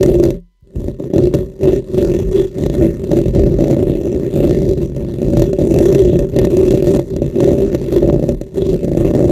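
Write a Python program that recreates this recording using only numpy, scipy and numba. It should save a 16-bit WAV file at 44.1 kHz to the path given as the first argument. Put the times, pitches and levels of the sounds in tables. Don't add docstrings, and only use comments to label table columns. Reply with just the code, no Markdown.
import sys
import numpy as np
from scipy import signal
from scipy.fft import rfft, irfft, next_fast_len
from scipy.io import wavfile
from scipy.ndimage import uniform_filter1d, minimum_filter1d
from numba import njit

SR = 44100
rng = np.random.default_rng(int(sys.argv[2]) if len(sys.argv) > 2 else 0)


def pcm_store(signal):
    levels = np.round(np.clip(np.atleast_2d(signal), -1, 1) * 32767)
    wavfile.write(sys.argv[1], SR, levels.astype(np.int16).T)


N = 410571
TIME = np.arange(N) / SR

# (time [s], spray [dB], shove on the body [dB])
SNAGS = [(0.0289, -10.5, 19), (0.0598, -26.5, 12), (0.0894, -30.5, 17), (0.1408, -33.5, 8),
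         (0.2366, -21, 16), (0.2517, -23.5, 18), (0.3043, -28.5, 11), (0.8822, -39, 9), (1.0023, -47, 9.5),
         (1.041, -42, 3), (1.1361, -32, 18.5), (1.1595, -30.0, 20.5), (1.1806, -29.5, 18),
         (1.339, -26, 16.5), (1.3459, -16, 24.5), (1.6319, -33, 13.5), (2.6599, -31, 10),
         (2.7299, -46, 6.5), (3.04, -36, 5), (3.1149, -27, 18), (3.2582, -42, 10.5), (3.3487, -27.5, 10),
         (3.5886, -36, 21), (3.6221, -37, 16), (3.71, -27.5, 19.5), (3.7683, -44, 17), (4.0329, -44, 2),
         (4.338, -34.0, 9), (4.6178, -35, 7), (4.6892, -35, 9.5), (4.9625, -35.5, 0.5),
         (5.217, -33.5, 12.5), (5.3704, -22, 21.0), (5.3943, -17, 25), (5.4193, -23.5, 19.5),
         (5.5307, -31.5, 16), (5.5866, -26.5, 24), (5.6136, -32, 22.5), (5.7404, -25, 15.5),
         (5.7866, -24, 14), (5.8038, -35, 22), (5.9248, -19, 23), (5.9475, -18.5, 21), (6.1312, -34, 23),
         (6.19, -20.5, 22), (6.3623, -22, 23), (6.3871, -14.5, 23.5), (6.4491, -21.5, 14), (6.569, -27, 16),
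         (6.7061, -25.5, 14), (6.737, -37, 22), (6.8696, -17, 27), (6.942, -42, 1), (6.9943, -29, 14.5),
         (7.1635, -31, 10), (7.219, -33.0, 21), (7.4036, -27.5, 13), (7.5159, -32.5, 18.0),
         (7.7467, -23.0, 19), (7.9241, -30.5, 13), (8.0232, -44, 14), (8.0463, -43.0, 14.0),
         (8.075, -32.5, 19.0), (8.1267, -32.5, 18), (8.195, -37, 15), (8.2254, -40, 15),
         (8.2391, -33.5, 17), (8.2896, -23.5, 21), (8.413, -32.5, 10), (8.844, -32, 9), (8.8802, -36, 15),
         (8.9161, -36.5, 15.0), (8.9492, -38, 15), (8.9712, -26, 25), (9.15, -28.5, 19.5),
         (9.2946, -39, 13.5)]
# (frequency [Hz], level [dB])
PRESS_EQ = [(15, -50.5), (27, -27), (38, -1.5), (70, -0.5), (140, -8), (220, -6), (400, -36), (1000, -71)]
# (frequency [Hz], level [dB])
SNAP_EQ = [(30, -37), (80, -6), (130, 2), (280, 2.5), (450, -4), (520, 2.5), (620, -4), (720, -13.5),
           (830, -20.5), (1000, -38.5), (1400, -41), (3000, -63)]
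# (frequency [Hz], level [dB])
KNOCK_EQ = [(200, -23), (700, 13), (900, 8), (1150, 3.5), (1450, -9), (1900, -12.5), (4000, -16),
            (12000, -62)]
# (frequency [Hz], width [Hz], lift [dB])
BODY_MODES = [(40.7, 11, -6), (134.8, 16.2, 7), (172.4, 7, 2.5), (242.7, 28, -2), (331, 51, 8.5),
              (393.1, 29, 4.5), (571.6, 21.6, 7.5)]
# (frequency [Hz], width [Hz], lift [dB])
GRILLE_MODES = [(1468, 30, 0.5), (1832, 59, 9), (2065, 176, 0), (2675, 170, 3.5), (3390, 76, 0.5),
                (3640, 99, -1), (4030, 390, -0.5), (4710, 140, -2.5), (5430, 80, -6), (5890, 185, 3.5),
                (6200, 110, -9.5), (6780, 130, -3), (7220, 190, -3.5), (8340, 41, -2), (9320, 146, 4.5),
                (12440, 230, 11), (13300, 170, 5), (14600, 120, 20)]


def undb(db):
    return np.exp(np.asarray(db) * np.log(10) / 20)


def response(eq, modes, size=16384):
    hz = np.maximum(np.arange(size // 2 + 1) * SR / size, 1)
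    eq_hz, eq_db = np.transpose(eq)
    cepstrum = irfft(np.log(undb(np.interp(np.log(hz), np.log(eq_hz), eq_db))))
    cepstrum[1:size // 2] *= 2
    cepstrum[size // 2 + 1:] = 0
    peaks = sum(undb(lift) / (1 + 1j * (hz - f * f / hz) / width) for f, width, lift in modes)
    ring = irfft(np.exp(rfft(cepstrum)) * (1 + peaks))
    return ring / np.linalg.norm(ring)


def through(x, ring):
    return signal.oaconvolve(x, ring)[:N]


def pulses(times_s, sizes):
    return np.bincount(np.clip(times_s * SR, 0, N).astype(int), sizes, N + 1)[:N]


def local_rms(x, span_s):
    width = max(int(span_s * SR), 2)
    return np.sqrt(np.abs(uniform_filter1d(uniform_filter1d(x * x, width), width)) + 1e-12)


def driven(force, eq, modes, rms, span_s):
    ring = response(eq, modes)
    return through(force * rms / local_rms(through(force, ring), span_s), ring)


def walk(per_s):
    knots_s = np.arange(0, N / SR + 1, 1 / per_s)
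    return 1.63 * np.interp(TIME, knots_s, rng.standard_normal(len(knots_s)))


@njit
def moving_band(x, hz, width_hz):
    y, band, low = np.empty(len(x)), 0., 0.
    for i in range(len(x)):
        g, damping = np.tan(np.pi * hz[i] / SR), width_hz / hz[i]
        v = (band + g * (x[i] - low)) / (1 + g * (g + damping))
        band, low = 2 * v - band, low + 2 * g * v
        y[i] = damping * v
    return y


def strokes():
    # (start [s], length [s], bite-in [s], body boom [dB], pressure rumble [dB],
    # crackle [dB], glide smoothness [0-1], hollow resonance at start [Hz], at end [Hz])
    drags = [(0.0, 0.28, 0.0047, -10.5, -16.0, -40, 0.43, 377, 346),
             (0.739, 0.16, 0.029, -25.0, -22, -52.5, 0.02, 336, 353),
             (0.985, 0.13, 0.0038, -22.0, -31, -54, 0.14, 359, 351.0),
             (1.124, 0.15, 0.02, -12.5, -16.5, -41.5, 0.4, 380, 359),
             (1.297, 0.11, 0.032, -16.5, -17.5, -44, 0.28, 368, 369.0),
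             (1.578, 0.18, 0.05, -14.0, -21, -41.5, 0.34, 381, 383),
             (1.873, 0.29, 0.1, -13.5, -16.5, -38, 0.3, 374, 360.5),
             (2.17, 0.13, 0.02, -23.5, -20.5, -48.0, 0.53, 358, 377.0),
             (2.298, 0.14, 0.032, -15.0, -23, -38, 0.82, 385.4, 377),
             (2.525, 0.22, 0.108, -15.0, -17.5, -38.5, 0.0, 373.7, 354),
             (2.763, 0.1, 0.044, -11.0, -13.0, -39, 0.32, 378.5, 334),
             (2.887, 0.14, 0.018, -24.5, -23, -47, 0.22, 336, 381),
             (3.072, 0.12, 0.058, -11.5, -18.5, -37, 0.14, 334.1, 333.2),
             (3.243, 0.031, 0.028, -17.5, -9.5, -41, 0.21, 370.0, 366.1),
             (3.323, 0.21, 0.028, -12.5, -10.5, -42, 0.21, 377, 348.0),
             (3.57, 0.17, 0.031, -11.0, -21, -39, 0.0, 341.2, 337.0),
             (3.745, 0.17, 0.028, -13.5, -17.5, -43.5, 0.03, 374.7, 359.8),
             (3.941, 0.22, 0.013, -18.0, -24.5, -47.5, 0.23, 360.7, 367.4),
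             (4.185, 0.09, 0.03, -21, -36, -50, 0.16, 345.0, 382.0),
             (4.309, 0.21, 0.081, -10.5, -14.5, -35.5, 0.06, 378.1, 356.8),
             (4.548, 0.16, 0.021, -14.0, -14.5, -41.5, 0.37, 375.0, 376.0),
             (4.738, 0.095, 0.046, -18.5, -19, -46.5, 0.32, 354, 334.8),
             (4.882, 0.3, 0.021, -23.5, -22, -51, 0.0, 341, 354.2),
             (5.172, 0.17, 0.028, -15.5, -15.0, -44, 0.1, 364.1, 341.5),
             (5.326, 0.12, 0.027, -14.5, -12.5, -36, 0.15, 370.3, 355.5),
             (5.457, 0.099, 0.012, -16.5, -19.5, -45.5, 0.72, 405, 384),
             (5.585, 0.21, 0.015, -10.5, -14.5, -39, 0.26, 341.7, 350),
             (5.749, 0.24, 0.023, -10.5, -20.0, -36.0, 0.55, 357.2, 382.6),
             (5.997, 0.221, 0.02, -13.5, -16, -43, 0.39, 367, 343.2),
             (6.315, 0.14, 0.059, -9.5, -14.5, -36, 0.14, 345.4, 379.3),
             (6.489, 0.18, 0.029, -11.5, -17.5, -38.5, 0.57, 362.8, 382),
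             (6.693, 0.28, 0.027, -11.5, -19.5, -35.5, 0.19, 389.7, 337),
             (7.104, 0.14, 0.0064, -20, -18.5, -55.5, 0.12, 387, 360.5),
             (7.313, 0.19, 0.086, -9.5, -17.5, -37.0, 0.19, 362.7, 386.0),
             (7.552, 0.098, 0.013, -14.0, -17.5, -39, 0.07, 379, 390.4),
             (7.687, 0.053, 0.047, -15.0, -15.5, -38.0, 0.26, 353.8, 354.6),
             (7.813, 0.18, 0.12, -12.0, -18.5, -36.5, 0.5, 367.7, 345),
             (8.0, 0.16, 0.03, -11.5, -17, -45, 0.0, 349.5, 362.7),
             (8.186, 0.13, 0.032, -17.5, -18.5, -46.5, 0.0, 342.9, 338.3),
             (8.525, 0.22, 0.06, -16, -17.5, -41.5, 0.38, 390.1, 379.7),
             (8.796, 0.13, 0.041, -18.5, -19, -47, 0.13, 359.6, 333.7),
             (8.937, 0.15, 0.046, -12.0, -16.5, -38.5, 0.0, 338.8, 373.7),
             (9.118, 0.19, 0.02, -10.5, -17.0, -40, 0.0, 373.5, 355)]
    # (time [s], boom [dB])
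    rest = [(0, -25), (.36, -29), (.42, -70), (.6, -80), (.66, -50.5), (.8, -34), (1.5, -37), (1.85, -31),
            (2.5, -35), (3.05, -25), (4.3, -26), (4.88, -36), (5.5, -36), (6.3, -23), (7.07, -26),
            (7.8, -25.5), (8.48, -29.5), (9.3, -25)]
    release_db_per_s, release_db_per_s2 = 170, 1400
    boom = undb(np.interp(TIME, *np.transpose(rest))) ** 2
    rumble, crackle = boom * undb(-2.5) ** 2, boom * undb(-23.5) ** 2
    glide_sum, hz_sum = boom * 0.2, boom * 378.6
    for start_s, length_s, bite_s, boom_db, rumble_db, crackle_db, glide, from_hz, to_hz in drags:
        span = slice(int(start_s * SR), int((start_s + length_s + 0.25) * SR))
        age_s = TIME[span] - start_s
        after_s = np.maximum(age_s - length_s, 0)
        fade = undb(-release_db_per_s * after_s - release_db_per_s2 * after_s ** 2)
        envelope = np.clip(age_s / bite_s, 0, 1) * fade
        power = (envelope * undb(boom_db)) ** 2
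        boom[span] += power
        rumble[span] += (envelope * undb(rumble_db)) ** 2
        crackle[span] += (envelope * undb(crackle_db)) ** 2
        glide_sum[span] += power * glide
        slide = np.sin(np.pi / 2 * np.clip(age_s / length_s, 0, 1)) ** 2
        hz_sum[span] += power * (from_hz + (to_hz - from_hz) * slide)
    tremor = undb(1.24 * walk(per_s=28))
    gains = [np.sqrt(power) * tremor for power in (boom, rumble, crackle)]
    return *gains, np.clip(glide_sum / boom, 0, 1), hz_sum / boom


def stuck(hold_s, dip_db):
    times_s = np.transpose(SNAGS)[0]
    upcoming = np.minimum(np.searchsorted(times_s, TIME), len(times_s) - 1)
    wait_s = times_s[upcoming] - TIME
    return undb(dip_db * np.exp(-(wait_s / hold_s) ** 2) * (wait_s >= 0))


def slips(per_s, spread_db, count=5000):
    travel = np.cumsum(per_s) / SR
    catches = np.cumsum(rng.gamma(3, 1 / 3, count))
    sizes = undb(spread_db * rng.standard_normal(count))
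    return pulses(np.interp(catches, travel, TIME), sizes * (catches < travel[-1]))


def burst(rise_s, decay_s, size=4096):
    t = np.arange(size) / SR
    envelope = (1 - np.exp(-t / rise_s)) * np.exp(-t / decay_s)
    return envelope / envelope.max()


def pores(spread_db):
    clicks = rng.standard_normal(N) * undb(spread_db * rng.standard_normal(N))
    return clicks / clicks.std()


def scratching(boom_gain, rumble_gain, crackle_gain, glide, hollow_hz):
    # (frequency [Hz], level [dB])
    light_eq = [(30, -35), (80, -13), (130, 2), (280, 1.5), (450, -8.5), (520, -2), (620, -10.5),
                (720, -27), (820, -47), (1000, -56), (1400, -50.5), (3000, -92)]
    # (frequency [Hz], level [dB])
    hollow_eq = [(150, -34.5), (290, -13.5), (338, -0.5), (380, -0.5), (402, -2), (440, -15.5), (600, -30),
                 (1000, -46.5), (3000, -79)]
    # (frequency [Hz], level [dB])
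    crackle_eq = [(300, 0.5), (900, 9), (1500, -2.5), (2200, -1), (4000, -3), (5000, -6.5), (7000, -4),
                  (8500, -9), (11000, -11.5), (13000, -14), (14000, -16), (15500, -33)]
    # (frequency [Hz], level [dB])
    rasp_eq = [(600, 14.5), (1500, -2.5), (2600, -12), (3100, -2), (3480, 12), (3750, -3), (4000, 5),
               (4800, -22.5), (5800, -37), (6800, -16), (8500, -12), (15500, -44)]
    firm_from_db, firm_range_db = -25, 16.5
    moving = stuck(hold_s=0.029, dip_db=-3.0)
    push, scrape = moving * boom_gain, moving * crackle_gain
    release = slips(per_s=120 + 80 * glide, spread_db=6.0)
    shove = release + undb(-28.5) * rng.standard_normal(N)
    shove += undb(1 + 11 * glide) * moving_band(shove, hollow_hz, width_hz=21.2)
    firm = np.clip((20 * np.log10(boom_gain) - firm_from_db) / firm_range_db, 0, 1)
    light = driven(shove, light_eq, BODY_MODES, push * np.sqrt((1 - glide) * (1 - firm)), span_s=0.019)
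    heavy = driven(shove, SNAP_EQ, BODY_MODES, push * np.sqrt((1 - glide) * firm), span_s=0.042)
    hum = driven(shove, hollow_eq, BODY_MODES, push * np.sqrt(glide) * undb(0.96), span_s=0.028)
    press = release + undb(-19) * rng.standard_normal(N)
    rumble = driven(press, PRESS_EQ, BODY_MODES, rumble_gain, span_s=0.042)
    flicks = through(release, burst(rise_s=0.0021, decay_s=0.0014))
    sliding = undb(-7.0) * local_rms(flicks, span_s=0.1)
    grit = (flicks + sliding) * pores(spread_db=5.0)
    singing = glide ** 4
    crackle = driven(grit, crackle_eq, GRILLE_MODES, scrape * np.sqrt(1 - singing), span_s=0.029)
    rasp = driven(grit, rasp_eq, GRILLE_MODES, scrape * np.sqrt(singing), span_s=0.04)
    catching = (1 - glide) ** 4
    crunch = driven(release, KNOCK_EQ, GRILLE_MODES, push * catching * undb(-28.5), span_s=0.044)
    return light + heavy + hum + rumble + crunch, crackle + rasp


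def wander(x, depth_db, per_s, count=11):
    size = 2 * next_fast_len(N // 2 + 1, real=True)
    hz = np.linspace(1, SR / 2, size // 2 + 1)
    band_index = np.interp(np.log(hz), np.log([800, 15000]), [0, count - 1])
    spectrum = rfft(x, size)
    windows = (np.maximum(1 - np.abs(band_index - k), 0) for k in range(count))
    bands = (irfft(spectrum * window, size)[:N] for window in windows)
    return sum(band * undb(depth_db * walk(per_s)) for band in bands)


def preamplifier():
    # (frequency [Hz], RMS level [dB])
    tones = [(1000, -80.5), (2000, -82.5), (3000, -86.5)]
    # (frequency [Hz], level [dB])
    hiss_eq = [(100, 10), (1000, -11), (4000, -2), (15000, -19.5)]
    whine = sum(np.sqrt(2) * undb(db) * np.sin(2 * np.pi * hz * TIME) for hz, db in tones)
    return whine + undb(-76.5) * through(rng.standard_normal(N), response(hiss_eq, []))


def snags():
    # (frequency [Hz], level [dB])
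    spray_eq = [(300, -3), (900, 6), (1500, -4.5), (2200, -3.5), (4000, -4), (5000, -6), (7000, -2),
                (8500, -10.5), (11000, -13), (13000, -13.5), (14000, -21), (15500, -38)]
    times_s, spray_db, shove_db = np.transpose(SNAGS)
    boom = through(pulses(times_s, -undb(shove_db)), response(SNAP_EQ, BODY_MODES))
    flicks = through(pulses(times_s, undb(spray_db)), burst(rise_s=0.00063, decay_s=0.0026))
    return boom + through(flicks * pores(spread_db=4), response(spray_eq, GRILLE_MODES))


def bumps():
    # (time [s], thud [dB], contact [s], stand ring [dB])
    touches = [(0.346, -4, 0.0092, -21), (0.62, -6, 0.0077, -57), (0.755, 21, 0.01, -24),
               (1.441, -10, 0.0093, -33), (2.19, 30, 0.03, -47), (2.238, 33, .022, -45),
               (3.499, 0, 0.0063, -34)]
    stand, sway = (174.4, 0.25, 0), (42, 1.2, -22)  # (frequency [Hz], T60 [s], level [dB])
    force, ring = np.zeros(N), np.zeros(N)
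    for start_s, thud_db, contact_s, ring_db in touches:
        age_s = np.maximum(TIME - start_s, 0)
        contact = np.sin(np.pi * np.minimum(age_s / contact_s, 1)) ** 2
        force += undb(thud_db) * contact * 2 / (contact_s * SR)
        for hz, t60_s, mode_db in stand, sway:
            ring += undb(ring_db + mode_db - 60 * age_s / t60_s) * np.sin(2 * np.pi * hz * age_s)
    return through(force, response(PRESS_EQ, BODY_MODES)) + ring


def knocks():
    # (time [s], level [dB])
    strikes = [(0.883, -14), (1, -15), (1.039, -15), (1.136, -7), (1.19, -7), (1.338, -3), (1.977, -9),
               (3.117, -3), (3.766, -10), (5.37, 1), (5.949, -1), (6.447, -1), (6.943, -4), (6.994, -2.5),
               (7.404, -2), (7.44, -5), (8.099, 1.5), (9.293, -7)]
    times_s, level_db = np.transpose(strikes)
    return through(pulses(times_s, -undb(level_db)), response(KNOCK_EQ, GRILLE_MODES))


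def scene():
    body, crackle = scratching(*strokes())
    treble = wander(crackle, depth_db=2.0, per_s=16)
    return (body + treble + snags() + knocks() + bumps() + preamplifier())[None]


def record(dry):
    low_hz, top_hz, hold_s = 32, 15500, 0.003
    sound = signal.sosfilt(signal.butter(6, low_hz, "high", fs=SR, output="sos"), dry)
    hold = int(hold_s * SR)
    max_gain = 1 / np.maximum(np.abs(sound), 1)
    gain = uniform_filter1d(minimum_filter1d(max_gain, 2 * hold + 1), hold)
    return signal.sosfilt(signal.ellip(8, 0.2, 70, top_hz, fs=SR, output="sos"), sound * gain)


dry = scene()
out = record(dry)
pcm_store(out)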